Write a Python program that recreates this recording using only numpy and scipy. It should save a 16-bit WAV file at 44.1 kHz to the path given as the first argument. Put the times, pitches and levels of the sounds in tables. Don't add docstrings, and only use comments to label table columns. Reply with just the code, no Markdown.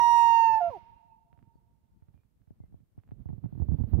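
import sys
import numpy as np
from scipy import signal
from scipy.fft import rfft, irfft, next_fast_len
from scipy.io import wavfile
from scipy.ndimage import uniform_filter1d, map_coordinates

SR = 44100
rng = np.random.default_rng(int(sys.argv[2]) if len(sys.argv) > 2 else 0)


def pcm_store(signal):
    levels = np.round(np.clip(np.atleast_2d(signal), -1, 1) * 32767)
    wavfile.write(sys.argv[1], SR, levels.astype(np.int16).T)


N = 176400
LEAD_IN = SR // 2
T = np.arange(-LEAD_IN, N) / SR

# time_s, level_db
WIND_STRENGTH = [(0, -52.5), (.6, -56), (.85, -62.5), (1.25, -75.5), (1.42, -63.5), (1.75, -70.5),
                 (1.95, -71), (2.15, -63.5), (2.3, -73), (2.7, -61.5), (2.88, -71.5), (3.05, -63),
                 (3.2, -54.5), (3.32, -47), (3.42, -51.5), (3.53, -40), (3.66, -36), (3.8, -33.5),
                 (3.9, -34), (4, -24)]


def amp(db):
    return 10 ** (np.asarray(db) / 20)


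def read(points, hz):
    point_hz, value = np.transpose(points)
    return np.interp(np.log(hz + 1), np.log(point_hz), value)


def add(mix, start_s, sound):
    part = mix[..., LEAD_IN + round(start_s * SR):][..., :sound.shape[-1]]
    part += sound[..., :part.shape[-1]]


def colour(x, spectrum):
    size = next_fast_len(len(x))
    gain = amp(read(spectrum, np.fft.rfftfreq(size, 1 / SR)))
    return irfft(rfft(x, size) * gain, size)[:len(x)]


def lowpass(x, order, cutoff_hz):
    return signal.sosfilt(signal.butter(order, cutoff_hz, fs=SR, output="sos"), x)


def noise(spectrum):
    x = colour(rng.standard_normal(len(T)), spectrum)
    return x / np.sqrt(np.mean(x ** 2) + 1e-30)


def drift(t, rate_hz):
    knots = rng.standard_normal(2048)
    return map_coordinates(knots, [(t - t[0]) * rate_hz], order=3, mode="wrap")


def fade(t, attack_s, release_s):
    rise = np.sin(np.pi / 2 * np.clip((t - t[0]) / attack_s, 0, 1))
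    return rise * np.sin(np.pi / 2 * np.clip((t[-1] - t) / release_s, 0, 1))


def lake_quiet(level_db=-85.5):
    # freq_hz, gain_db
    spectrum = [(30, 22), (150, 17.5), (400, 13.5), (1000, -0.5), (2500, 0.5), (6000, -1.5), (15000, 0)]
    return amp(level_db) * np.array([noise(spectrum), noise(spectrum)])


def far_tones(waver=0.0098, right_db=7):
    # start_s, length_s, pitch_hz, left_db
    tones = [(0.127, 0.15, 2585, -58), (.29, .11, 3610, -66), (0.429, .12, 4360, -75.5),
             (1.072, .1, 2576, -89), (1.522, 0.08, 4550, -99), (2.11, .16, 2414, -93),
             (2.585, 0.11, 2074, -90.5)]
    out = np.zeros(len(T))
    for start_s, length_s, pitch_hz, left_db in tones:
        t = np.arange(0, length_s, 1 / SR)
        hz = pitch_hz * (1 + waver * drift(t, 150))
        add(out, start_s, amp(left_db) * np.hanning(len(t)) * np.sin(2 * np.pi * np.cumsum(hz) / SR))
    return out * amp([[0], [right_db]])


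def wind(lump_db=6, rush_peak_db=-63, rush_left_db=-2.5):
    # freq_hz, gain_db
    rumble_spectrum = [(20, -17), (40, -5.5), (70, -2), (120, -4), (220, -11), (400, -28.5), (700, -43),
                       (1400, -61), (3000, -82.5), (6000, -104)]
    # freq_hz, gain_db
    rush_spectrum = [(100, 8.5), (400, 10.5), (800, 4), (1500, -3.5), (2500, -10), (4200, -15),
                     (6500, -31.5), (9500, -26), (12500, -13.5), (15500, -16)]
    right_db = np.interp(T, *np.transpose(WIND_STRENGTH))
    left_db = -69.5 + 0.38 * (right_db - np.median(right_db))
    rumble = [amp(db + lump_db * drift(T, 45)) * noise(rumble_spectrum) for db in (left_db, right_db)]
    rush_db = rush_peak_db + 0.44 * (right_db - right_db.max()) + 1.5 * drift(T, 40)
    rush = np.array([amp(rush_left_db) * noise(rush_spectrum), noise(rush_spectrum)])
    return np.array(rumble) + amp(rush_db) * rush


def wind_ticks(spike_s=0.00039, crackle_per_s=550, crackle_s=0.012, boost_db=11.5, left_db=-17.5):
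    # start_s, relative_db
    ticks = [(1.329, -59.5), (1.376, -67), (1.391, -64), (1.427, -67), (2.023, -72.5), (2.085, -71.5),
             (2.141, -72), (2.177, -71), (2.235, -73.5), (2.418, -74.5), (2.474, -75), (2.505, -75),
             (2.724, -76), (2.803, -76.5), (2.989, -66.5), (3.0, -72), (3.036, -65.5), (3.077, -68),
             (3.09, -65), (3.11, -62), (3.117, -65.5), (3.289, -61.5), (3.441, -62.5), (3.46, -65.5),
             (3.619, -64), (3.719, -66), (3.838, -65), (3.935, -58)]
    impulses, t = np.zeros(len(T)), np.arange(SR // 10) / SR
    wind_s, wind_db = np.transpose(WIND_STRENGTH)
    for start_s, db in ticks:
        crackle_db = -4.5 + 0.25 * (np.interp(start_s, wind_s, wind_db) - wind_db.max())
        crackle = rng.standard_normal(len(t)) * (rng.random(len(t)) < crackle_per_s / SR)
        crackle *= amp(crackle_db) * np.exp(-t / crackle_s)
        add(impulses, start_s, amp(db + boost_db) * ((t == 0) + crackle))
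    spike = lowpass((1 - t / spike_s) * np.exp(-t / spike_s), order=3, cutoff_hz=2400)
    return signal.fftconvolve(impulses, spike / spike.max())[:len(T)] * amp([[left_db], [0]])


def thump(swing_hz, ring_s, snap_s=0.003, rise_s=0.0022):
    t = np.arange(SR // 8) / SR
    phase = 2 * np.pi * swing_hz * t + np.pi * (1 - np.exp(-t / snap_s))
    envelope = np.exp(-t / ring_s) * (1 - np.exp(-t / rise_s)) * np.linspace(1, 0, len(t))
    swing = lowpass(np.sin(phase) * envelope, order=3, cutoff_hz=710)
    return swing / abs(swing).max()


def wind_puffs(knock_db=-23, knock_hz=720, knock_s=0.00083, swirl_db=-29.5, swirl_s=0.015):
    # start_s, left_relative_db, right_relative_db, swing_hz
    eddies = [(1.329, -56.5, -49.5, 69.4), (1.378, -66, -50, 70), (1.426, -75, -49.5, 100.1),
              (1.474, -67.5, -47.5, 74.9), (1.555, -50.5, -53.5, 75), (2.022, -55.5, -45.5, 76),
              (2.084, -64, -48.5, 75.6), (2.142, -61, -46, 69.9), (2.475, -63, -48, 75),
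              (2.506, -42.5, -43.5, 105), (2.602, -42.5, -37.5, 90.8), (2.637, -43, -42, 78.4),
              (2.725, -52, -45, 90), (2.742, -43, -39.5, 91.6), (2.802, -65, -50.5, 121.4),
              (2.978, -43, -37, 98.8), (3.09, -52.5, -43, 74.3), (3.118, -37, -33, 104),
              (3.257, -39.5, -28, 79.7), (3.29, -38, -28.5, 107.5), (3.302, -41.5, -26.5, 88.4),
              (3.329, -40.5, -29, 112), (3.38, -53.5, -33.5, 97.3), (3.44, -36.5, -24, 127.3),
              (3.457, -42.5, -25, 113), (3.525, -41.5, -30.5, 134), (3.552, -53, -31, 80),
              (3.576, -47, -28.5, 109.3), (3.599, -50, -19.5, 80), (3.621, -39.5, -17, 60),
              (3.686, -37, -18.5, 69.6), (3.717, -42.5, -19, 114.8), (3.742, -53.5, -26, 109),
              (3.786, -42.5, -22.5, 69.7), (3.802, -53, -24.5, 75), (3.837, -39, -19, 88),
              (3.934, -36, -14, 72.8), (3.948, -46, -17, 73), (3.982, -38, -20, 70)]
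    # freq_hz, gain_db
    swirl_spectrum = [(60, -13), (150, -0.5), (300, 2.5), (600, -7), (1000, -21.5), (2000, -50.5),
                      (5000, -68.5)]
    t = np.arange(SR // 10) / SR
    knock = amp(knock_db) * np.sin(2 * np.pi * knock_hz * t) * t / knock_s * np.exp(1 - t / knock_s)
    swirl_envelope = np.exp(-t / swirl_s) * fade(t, 0.0019, swirl_s) ** 2
    hits, swirl_level = np.zeros((2, len(T))), np.zeros((2, len(T)))
    for start_s, left_db, right_db, swing_hz in eddies:
        peak = amp([[left_db + 5], [right_db + 1]])
        thumps = np.array([thump(swing_hz, ring_s=0.003), -thump(swing_hz, ring_s=0.012)])
        add(hits, start_s, peak * thumps)
        add(hits, start_s, peak * knock)
        add(swirl_level, start_s, peak * swirl_envelope)
    return hits + amp(swirl_db) * swirl_level * np.array([noise(swirl_spectrum), noise(swirl_spectrum)])


def tree_scatter(t60_s, build_s=0.013):
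    t = np.arange(SR) / SR
    taps = rng.standard_normal(SR) * (rng.random(SR) < 1 / 20)
    taps *= amp(-60 * t / t60_s) * (1 - np.exp(-t / build_s))
    return lowpass(taps / np.linalg.norm(taps), order=2, cutoff_hz=4595)


def shore_echoes(voice, left_db=-12):
    # delay_s, gain_db, t60_s
    shores = [(0.013, -28.5, .7), (.36, -37, 0.54), (.55, -41, 0.86), (0.949, -52.5, 1.2),
              (1.35, -64, 1.47)]
    # freq_hz, gain_db
    echo_spectrum = [(500, -12.5), (690, -6), (860, -3), (950, -0.5), (1300, -13.5), (1850, -20.5),
                     (2600, -3), (3600, -10), (6000, -19), (9000, -39.5)]
    far_voice, sides = colour(voice[1], echo_spectrum), []
    for side_db in (left_db, 0):
        response = np.zeros(len(T))
        for delay_s, db, t60_s in shores:
            add(response, delay_s, amp(db + side_db) * tree_scatter(t60_s))
        sides.append(signal.fftconvolve(far_voice, response[LEAD_IN:])[:len(T)])
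    return np.array(sides)


def call_hiss(effort, level_db=-58, tail_db=-1.5):
    # freq_hz, gain_db
    spectrum = [(100, -5.5), (400, 2), (900, 5), (1500, -3), (2600, -0.5), (3400, -8), (4400, -9),
                (6300, -14.5), (7500, -32), (9000, -26), (13000, -18), (15500, -24.5)]
    # freq_hz, gain_db
    left_filter = [(400, -1.5), (2500, -6), (6000, -9.5), (9000, -1), (15000, -5.5)]
    level = amp(level_db) * (abs(uniform_filter1d(effort, size=900)) / effort.max()) ** 0.26
    hiss = np.array([level * noise(spectrum) for side in range(2)])
    tail = np.array([signal.fftconvolve(side, tree_scatter(t60_s=1))[:len(T)] for side in hiss])
    left, right = hiss + amp(tail_db) * tail
    return np.array([colour(left, left_filter), right])


def loon_note(t, pitch_hz, jitter, tilt_db_per_octave, upper_db, second_db=0, overtones_db=0):
    # freq_hz, gain_db
    slope = [(300, -10), (480, -5), (700, 0), (940, 0), (1100, -14), (1400, -25), (1900, -26.5),
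             (2300, -38.5), (3300, -50), (5000, -60.5), (7000, -69), (8500, -74), (15000, -81.5)]
    # centre_hz, width_hz, gain_db
    throat = [(2737, 110, -24), (3768, 110, -39.5), (4550, 221, -40.5), (5680, 160, -34.5),
              (5350, 120, -44.5), (6367, 450, -41), (7500, 69, -42.5), (9395, 160, -47),
              (10150, 150, -56.5), (11157, 170, -63.5), (13100, 400, -71), (14150, 200, -66)]
    # freq_hz, gain_db
    left_gain = [(400, -5.5), (700, -9.5), (880, -11), (940, -14.5), (1850, -22.5), (2750, -25),
                 (3750, -25.5), (4600, -21), (5600, -19.5), (6500, -11.5), (7500, -8.5), (9400, 4),
                 (10200, -4.5), (14000, -8)]
    # freq_hz, lead_rad
    left_lead = [(500, 1.27), (930, -1), (1860, -1), (2750, 15.5), (3750, 0.5), (4600, -4), (5600, 0.5),
                 (6500, -2.5), (7500, 2.5), (9400, 1.57)]
    pitch_hz = pitch_hz * (1 + jitter * drift(t, 130))
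    phase = 2 * np.pi * np.cumsum(pitch_hz) / SR
    out = np.zeros((2, len(t)))
    for k in range(1, 17):
        hz = k * pitch_hz
        resonance = sum(amp(db) / (1 + ((hz - centre) / width) ** 2) ** 2 for centre, width, db in throat)
        if k == 1:
            trim_db = 0.1 * drift(t, 58)
        else:
            trim_db = overtones_db + (second_db if k == 2 else upper_db) + 0.9 * drift(t, 45)
            trim_db += tilt_db_per_octave * np.log2(max(k / 4, 1))
        gain = (amp(read(slope, hz)) + resonance) * amp(trim_db)
        left = amp(read(left_gain, hz)) * np.cos(k * phase + read(left_lead, hz))
        out += gain * np.array([left, np.cos(k * phase)])
    return np.sqrt(2) * out


def loon(break_hz=131.7, break_s=0.0043):
    # time_s, pitch_hz, level_db
    wail = [(-.42, 850, -28), (-.25, 895, -18.5), (-.1, 931.2, -11.5), (0, 945.6, -15.5),
            (0.159, 940.5, -15), (.28, 930.5, -15.5), (.38, 919.2, -16), (0.462, 908.5, -16.5),
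            (.54, 890.6, -19), (.585, 881, -20.5), (0.621, 865, -36.5)]
    # start_s, end_s, first_hz, last_hz, level_db, fade_db, overtones_db,
    # attack_s, release_s
    falling_notes = [(0.601, 0.707, 708.8, 672.2, -20, -6, -10, 0.021, 0.036),
                     (0.693, 0.786, 595.4, 308, -35.5, -7.5, -8.5, 0.014, 0.019)]
    second_boosts = (8.5, 9)
    voice, effort = np.zeros((2, len(T))), np.zeros(len(T))
    time_s, pitch_hz, level_db = np.transpose(wail)
    t = np.arange(time_s[0], time_s[-1], 1 / SR)
    level = amp(np.interp(t, time_s, level_db)) * fade(t, 0.0033, 0.0033)
    tone = loon_note(t, np.interp(t, time_s, pitch_hz), jitter=0.0005,
                     tilt_db_per_octave=-41 * np.maximum(t - 0.43, 0),
                     upper_db=-250 * np.maximum(t - 0.555, 0))
    add(voice, t[0], level * tone)
    add(effort, t[0], level)
    for row, second_db in zip(falling_notes, second_boosts):
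        start_s, end_s, first_hz, last_hz, db, fade_db, overtones_db, attack_s, release_s = row
        t = np.arange(start_s, end_s, 1 / SR)
        progress = (t - start_s) / (end_s - start_s)
        level = amp(db + fade_db * progress) * fade(t, attack_s, release_s)
        hz = first_hz + (last_hz - first_hz) * progress
        hz += break_hz * np.exp((start_s - t) / break_s)
        tone = loon_note(t, hz, jitter=0.0042, tilt_db_per_octave=-12.5, upper_db=-9 * progress,
                         second_db=second_db, overtones_db=overtones_db)
        add(voice, start_s, level * tone)
        add(effort, start_s, level)
    return voice, effort


def scene():
    voice, effort = loon()
    background = lake_quiet()
    call = voice + shore_echoes(voice) + call_hiss(effort)
    buffeting = wind_puffs() + wind_ticks() + wind()
    return (background + call + buffeting + far_tones())[:, LEAD_IN:]


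def record(dry, cutoff_hz=15700):
    fade_out = np.minimum(np.arange(N)[::-1] / 130, 1)
    band_limit = signal.firwin(511, cutoff_hz, window=("kaiser", 9), fs=SR)
    return signal.oaconvolve(dry * fade_out, band_limit[None], "same")


dry = scene()
out = record(dry)
pcm_store(out)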